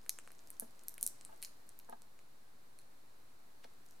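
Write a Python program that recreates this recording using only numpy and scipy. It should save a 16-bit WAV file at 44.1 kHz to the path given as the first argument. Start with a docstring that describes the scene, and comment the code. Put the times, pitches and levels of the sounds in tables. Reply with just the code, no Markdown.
"""Steel watch bracelet in plastic wrap

The bracelet is turned in the hand, close by in a quiet room. Its links snap against each other,
the wrap and tag tick faintly, and a few soft knocks ring a hollow body, some with a short scrape.
The desk and walls return each click over a steady hiss."""
import sys
import numpy as np
from scipy import signal
from scipy.fft import rfft, irfft
from scipy.io import wavfile

SR = 44100
rng = np.random.default_rng(int(sys.argv[2]) if len(sys.argv) > 2 else 0)


def bounce(signal):
    """Save signal as a 16-bit WAV file at the path given by the first command-line argument."""
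    frames = np.transpose(np.atleast_2d(signal))
    limited = np.clip(frames, -1, 1)
    pcm = np.round(limited * 32767).astype(np.int16)
    wavfile.write(sys.argv[1], SR, pcm)


N = 4 * SR
BAND_LIMIT_HZ = 16400


def amp(db):
    """Decibels to gain."""
    return 10 ** (np.asarray(db) / 20)


def curve_at(points, hz):
    """Interpolate (Hz, value) points on a log-frequency axis."""
    f, value = np.transpose(points)
    return np.interp(np.log(hz + 1), np.log(f + 1), value)


def add(mix, start_s, sound):
    """Mix a sound in at start_s."""
    part = mix[..., max(round(start_s * SR), 0):][..., :sound.shape[-1]]
    part += sound[..., :part.shape[-1]]


def resonance(f, hz, q):
    """Complex response of one resonance."""
    return 1 / (1 + 1j * q * (f / hz - hz / (f + 1)))


# Each row: frequency in Hz, relative spectral density in dB.
HISS_SPECTRUM = [(20, -22.5), (50, -25.5), (110, -22.5), (170, -24.5), (260, -23.5), (500, -27.5),
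                 (900, -28), (1700, -33), (3300, -39.5), (4100, -34.5), (5200, -39.5), (9000, -39.5),
                 (14500, -41), (16000, -48)]
# Each row: frequency in Hz, side minus mid in dB.
HISS_WIDTH = [(50, -33), (220, -5), (700, 4.5), (2400, 0), (15000, -3.5)]
# Each row: time in seconds, gain in dB.
HISS_DRIFT = [(0, 1), (1.4, 2.5), (2, 0), (4, 1)]


def hiss(mid_db=-70):
    """Room tone and microphone hiss, drifting slightly in level."""
    t, f = np.arange(N) / SR, np.fft.rfftfreq(N, 1 / SR)
    spectra = rfft(rng.standard_normal((2, N))) * amp(curve_at(HISS_SPECTRUM, f)) * (f < BAND_LIMIT_HZ)
    mid = irfft(spectra[0], N)
    side = irfft(spectra[1] * amp(curve_at(HISS_WIDTH, f)), N)
    level = amp(mid_db + np.interp(t, *np.transpose(HISS_DRIFT)))
    return level * np.array([mid + side, mid - side]) / mid.std()


# Each row: delay in seconds, energy in dB relative to the whole tail.
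REFLECTIONS = [(.0060, -8), (0.0105, -4.5)]
# Each row: frequency in Hz, T60 in seconds.
ROOM_DECAY = [(300, 0.073), (2000, 0.24), (5300, 0.36), (10000, 0.24), (14000, 0.17)]


def room(send, rise_s=0.00028):
    """Desk and walls return two near reflections and a short diffuse tail."""
    hz, t, noise = signal.stft(rng.standard_normal((2, SR // 2)), SR, nperseg=256)
    decay = np.exp(-np.log(1000) * t / curve_at(ROOM_DECAY, hz)[:, None])
    response = signal.istft(noise * decay, SR)[1]
    response *= 1 - np.exp(-np.arange(response.shape[1]) / SR / rise_s)
    response /= np.linalg.norm(response[0])
    for delay_s, db in REFLECTIONS:
        for channel in response:
            add(channel, delay_s + rng.uniform(0, 0.00003), amp([db]))
    return signal.fftconvolve(send, response, axes=1)[:, :N]


# Each row: peak time in seconds, peak level in dB, centre in Hz.
SCRAPES = [(1.327, -64.5, 1100), (1.926, -63.5, 2400), (3.644, -55.5, 2280)]


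def scrapes(rise_s=0.0053, fall_s=0.0037):
    """Friction noise swells for a few milliseconds and stops against a knock."""
    t, f = np.arange(N) / SR, np.fft.rfftfreq(N, 1 / SR)
    out = np.zeros((2, N))
    for peak_s, db, hz in SCRAPES:
        noise = rng.standard_normal(N) + 0.5 * rng.standard_normal((2, N))
        rub = irfft(rfft(noise) * resonance(f, hz, q=0.51) ** 2, N)
        envelope = np.exp(np.minimum((t - peak_s) / rise_s, (peak_s - t) / fall_s))
        out += amp(db) * envelope * rub / rub.std()
    return out


# Each row: start in seconds, mid gain in dB, side gain in dB, centre of the push in Hz.
KNOCKS = [(.621, -46.5, -47, 338), (1.03, -56.5, -65, 335), (1.066, -66, -66, 447),
          (1.291, -58.5, -55, 950), (1.3244, -61.5, -50.5, 1080), (1.8898, -51, -46, 795),
          (1.925, -47.5, -45, 1050), (3.646, -56.5, -55, 533)]
# Each row: frequency in Hz, mid gain in dB, side gain in dB, T60 in seconds.
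HOLLOW_MODES = [(238.5, 6, -28, 0.19), (437, -0.5, -26, 0.077), (531, 0.5, -12, 0.055), (686, -4, 2, 0.061),
                (738, 4, 1, 0.036), (810, -38, -7, 0.045), (884, 0.5, -2, 0.085), (975, -7, -28, 0.058),
                (1247, -5, -10, 0.054), (1574, -6, -15, 0.1), (1660, 0.5, -17, 0.068)]


def knocks(relative_linewidth=0.012, rise_cycles=0.88):
    """Soft pushes ring a hollow body; the loose, rough contact blurs each mode's pitch."""
    out, t = np.zeros((2, N)), np.arange(SR // 4) / SR
    for start_s, mid_db, side_db, push_hz in KNOCKS:
        for hz, mode_mid_db, mode_side_db, t60_s in HOLLOW_MODES:
            step_rad = np.sqrt(2 * np.pi * relative_linewidth * hz / SR)
            wander = step_rad * np.cumsum(rng.standard_normal(len(t)))
            phase = 2 * np.pi * (hz * t + rng.random()) + wander
            rise = 1 - np.exp(-(t * hz / rise_cycles) ** 2)
            decay = np.exp(-np.log(1000) * t / t60_s)
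            push = 0.16 + abs(resonance(hz, push_hz, q=2.2)) ** 2
            mid = amp(mid_db + mode_mid_db) * push * np.sin(phase)
            side = amp(side_db + mode_side_db) * np.cos(phase)
            add(out, start_s, rise * decay * np.array([mid - side, mid + side]))
    return out


SMALL_CLICK_Q, SMALL_GAP_S = 2.04, (0.00009, 0.00015)
# Each row: frequency in Hz, gain in dB.
CLICK_EQ = [(2500, 2.5), (3300, -3), (4200, 1), (5300, 2.5), (7000, 1.5), (12500, -1.5), (14500, -7),
            (16000, -11), (17000, -25)]


def click(ring_db, ring_hz, ring_q, body_db, body_hz, body_q, gap_s, modes=(), modes_db=0):
    """A contact lands twice with brief chatter, exciting a bright ring, a duller body and any modes."""
    t, f = np.arange(1024) / SR, np.fft.rfftfreq(1024, 1 / SR)
    grit = rng.standard_normal(len(t)) + 0.22 * rng.standard_normal((2, len(t)))
    chatter = 0.33 * grit * np.exp(-t / 0.00048)
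    second_landing = np.exp(-2j * np.pi * f * gap_s)
    force = rfft((t == 0) + chatter) + second_landing
    force /= np.sqrt(abs(force))  # halves the ripple in dB
    body = amp(body_db) * resonance(f, body_hz, body_q) ** 2
    body += sum(amp(modes_db + db) * resonance(f, hz, q) for hz, q, db in modes)
    response = amp(ring_db) * resonance(f, ring_hz, ring_q) ** 2 + 1j * body
    spectrum = force * response
    spectrum *= np.linalg.norm(response) / np.linalg.norm(spectrum, axis=1, keepdims=True)
    onset_delay = np.exp(-2j * np.pi * f * 8 / SR)
    fade = np.minimum(1, 2 - 2 * t / t[-1])
    return irfft(spectrum * onset_delay * amp(curve_at(CLICK_EQ, f))) * fade


# Each row: start in seconds, ring gain in dB, ring in Hz, body gain in dB, body in Hz. # The row at 1.453 s is
# a small link snap, played the same way as the ticks.
WRAP_TICKS = [(0.063, -32.5, 9100, -29, 1700), (0.1877, -18.5, 8200, -19, 1660),
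              (0.2756, -32, 8800, -23, 1350), (0.305, -41, 7860, -29.5, 1420),
              (0.3185, -27.5, 10900, -32, 3040), (0.3917, -37, 7100, -34.5, 3870),
              (.4731, -38, 10900, -31.5, 4870), (0.5038, -15, 10600, -29.5, 2670),
              (0.7932, -38, 8140, -34.5, 4450), (0.8364, -29, 10500, -46, 5030),
              (0.9412, -22.5, 11100, -37, 6030), (0.9806, -20.5, 10000, -23, 2380),
              (1.211, -31.5, 7700, -27.5, 3600), (1.4191, -24, 11000, -33, 4000),
              (1.453, -23, 12000, -30, 4760), (1.6916, -24, 10500, -43, 6000),
              (1.7904, -18.5, 12400, -50, 4960), (1.799, -57, 8000, -32.5, 3080),
              (1.8969, -25, 11700, -43, 5930), (2.0198, -36, 10000, -33, 6300),
              (2.191, -43, 7240, -34, 2800), (3.8627, -38, 10600, -39.5, 5500),
              (3.9098, -36, 12000, -39, 6000)]
# Dull push under each tick. Each row: frequency in Hz, Q, gain in dB relative to the body.
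TICK_THUD = [(584, 1.5, -3)]
# Each row: time in seconds, grains per second.
CRINKLE_RATE = [(0, 110), (1.3, 45), (2.1, 2), (3.7, 1), (4, 30)]


def wrap(body_q=0.82):
    """Plastic wrap and tag tick over a sparse random crinkle, with one small link snap among the ticks."""
    out, t = np.zeros((2, N)), np.arange(N) / SR
    for start_s, ring_db, ring_hz, body_db, body_hz in WRAP_TICKS:
        gap_s = rng.uniform(*SMALL_GAP_S)
        tick = click(ring_db, ring_hz, SMALL_CLICK_Q, body_db, body_hz, body_q, gap_s, TICK_THUD, body_db)
        add(out, start_s, tick)
    grains_per_s = np.interp(t, *np.transpose(CRINKLE_RATE))
    for start_s in t[rng.random(N) < grains_per_s / SR]:
        db = -46.5 + 3 * min(rng.exponential(), 2)
        ring_hz, body_hz = rng.uniform(5000, 13100), rng.uniform(1040, 7100)
        grain = click(db, ring_hz, SMALL_CLICK_Q, db - 5, body_hz, body_q, rng.uniform(*SMALL_GAP_S))
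        add(out, start_s, grain)
    return out


def link_rattle(span_s=(1.032, 1.056), step_s=0.0028):
    """Links grate over each other in quick small slips between the two loudest snaps."""
    out = np.zeros((2, N))
    for start_s in np.arange(*span_s, step_s):
        slip = click(ring_db=-25, ring_hz=10900, ring_q=SMALL_CLICK_Q,
                     body_db=-35, body_hz=4900, body_q=SMALL_CLICK_Q, gap_s=rng.uniform(*SMALL_GAP_S))
        add(out, start_s + step_s * rng.random(), rng.uniform(0.42, 1) * slip)
    return out


# Each row: start in seconds, ring gain in dB, ring in Hz, ring Q, body gain in dB, body in Hz,
# steel mode gain in dB, gap between landings in seconds, room send in dB.
LINK_SNAPS = [(0.0941, -1.5, 11500, 2.16, -7.5, 5960, -11, 0.00045, -14.5),
              (0.598, -2.5, 11000, 2.8, -27, 6760, -42, 0.00046, -11),
              (0.8832, -5, 12040, 3.4, -18.5, 7400, -22, 0.00035, -11),
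              (1.0113, -13.5, 11700, 1.8, -41, 5530, -42, 0.00031, -8),
              (1.0286, 1.5, 10800, 2.13, -21.5, 5540, -32, 0.0003, -10),
              (1.0646, 1.5, 9800, 3.06, -18, 7360, -29, .00051, -13),
              (1.0757, -6, 12200, 1.9, -22, 6400, -30, 0.00036, -12.5),
              (1.2499, -15, 9200, 2.95, -33.5, 3850, -39, 0.000374, -10.5),
              (1.4265, -13.5, 9900, 1.4, -19, 3800, -33, 0.000422, -4),
              (1.43, -16.5, 10800, 3.7, -26.5, 2670, -24, 0.00034, -2.5),
              (1.448, -32, 11100, 2.6, -16.5, 5300, -21, 0.00043, -11),
              (2.7882, -25, 10100, 4.7, -39, 7000, -27.5, 0.00052, -8)]
# Each row: frequency in Hz, Q, relative gain in dB.
STEEL_MODES = [(2600, 7.7, -9), (4190, 23, 3)]


def link_snaps(body_q=1.08, room_q_ratio=0.88):
    """Steel links strike and ring briefly; the room gathers a broader ring from all directions."""
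    direct, send = np.zeros((2, 2, N))
    for start_s, ring_db, ring_hz, ring_q, body_db, body_hz, steel_db, gap_s, send_db in LINK_SNAPS:
        shared = body_db, body_hz, body_q, gap_s, STEEL_MODES, steel_db
        add(direct, start_s, click(ring_db, ring_hz, ring_q, *shared))
        add(send, start_s, amp(send_db) * click(ring_db, ring_hz, ring_q * room_q_ratio, *shared))
    return direct, send


def scene(wrap_send_db=-11.5, bump_send_db=-10.5):
    """Bracelet, wrap, knocks and scrapes in the room, over the hiss."""
    snaps, snap_send = link_snaps()
    links = snaps + link_rattle()
    plastic = wrap()
    bumps = knocks() + scrapes()
    send = snap_send + amp(wrap_send_db) * plastic + amp(bump_send_db) * bumps
    return links + plastic + bumps + room(send) + hiss()


def record(dry, dc_offset=-0.0025):
    """Band limit and a small constant offset."""
    lowpass = signal.firwin(255, BAND_LIMIT_HZ, window=("kaiser", 8), fs=SR)
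    return signal.oaconvolve(dry, lowpass[None], "same") + dc_offset


dry = scene()
out = record(dry)
bounce(out)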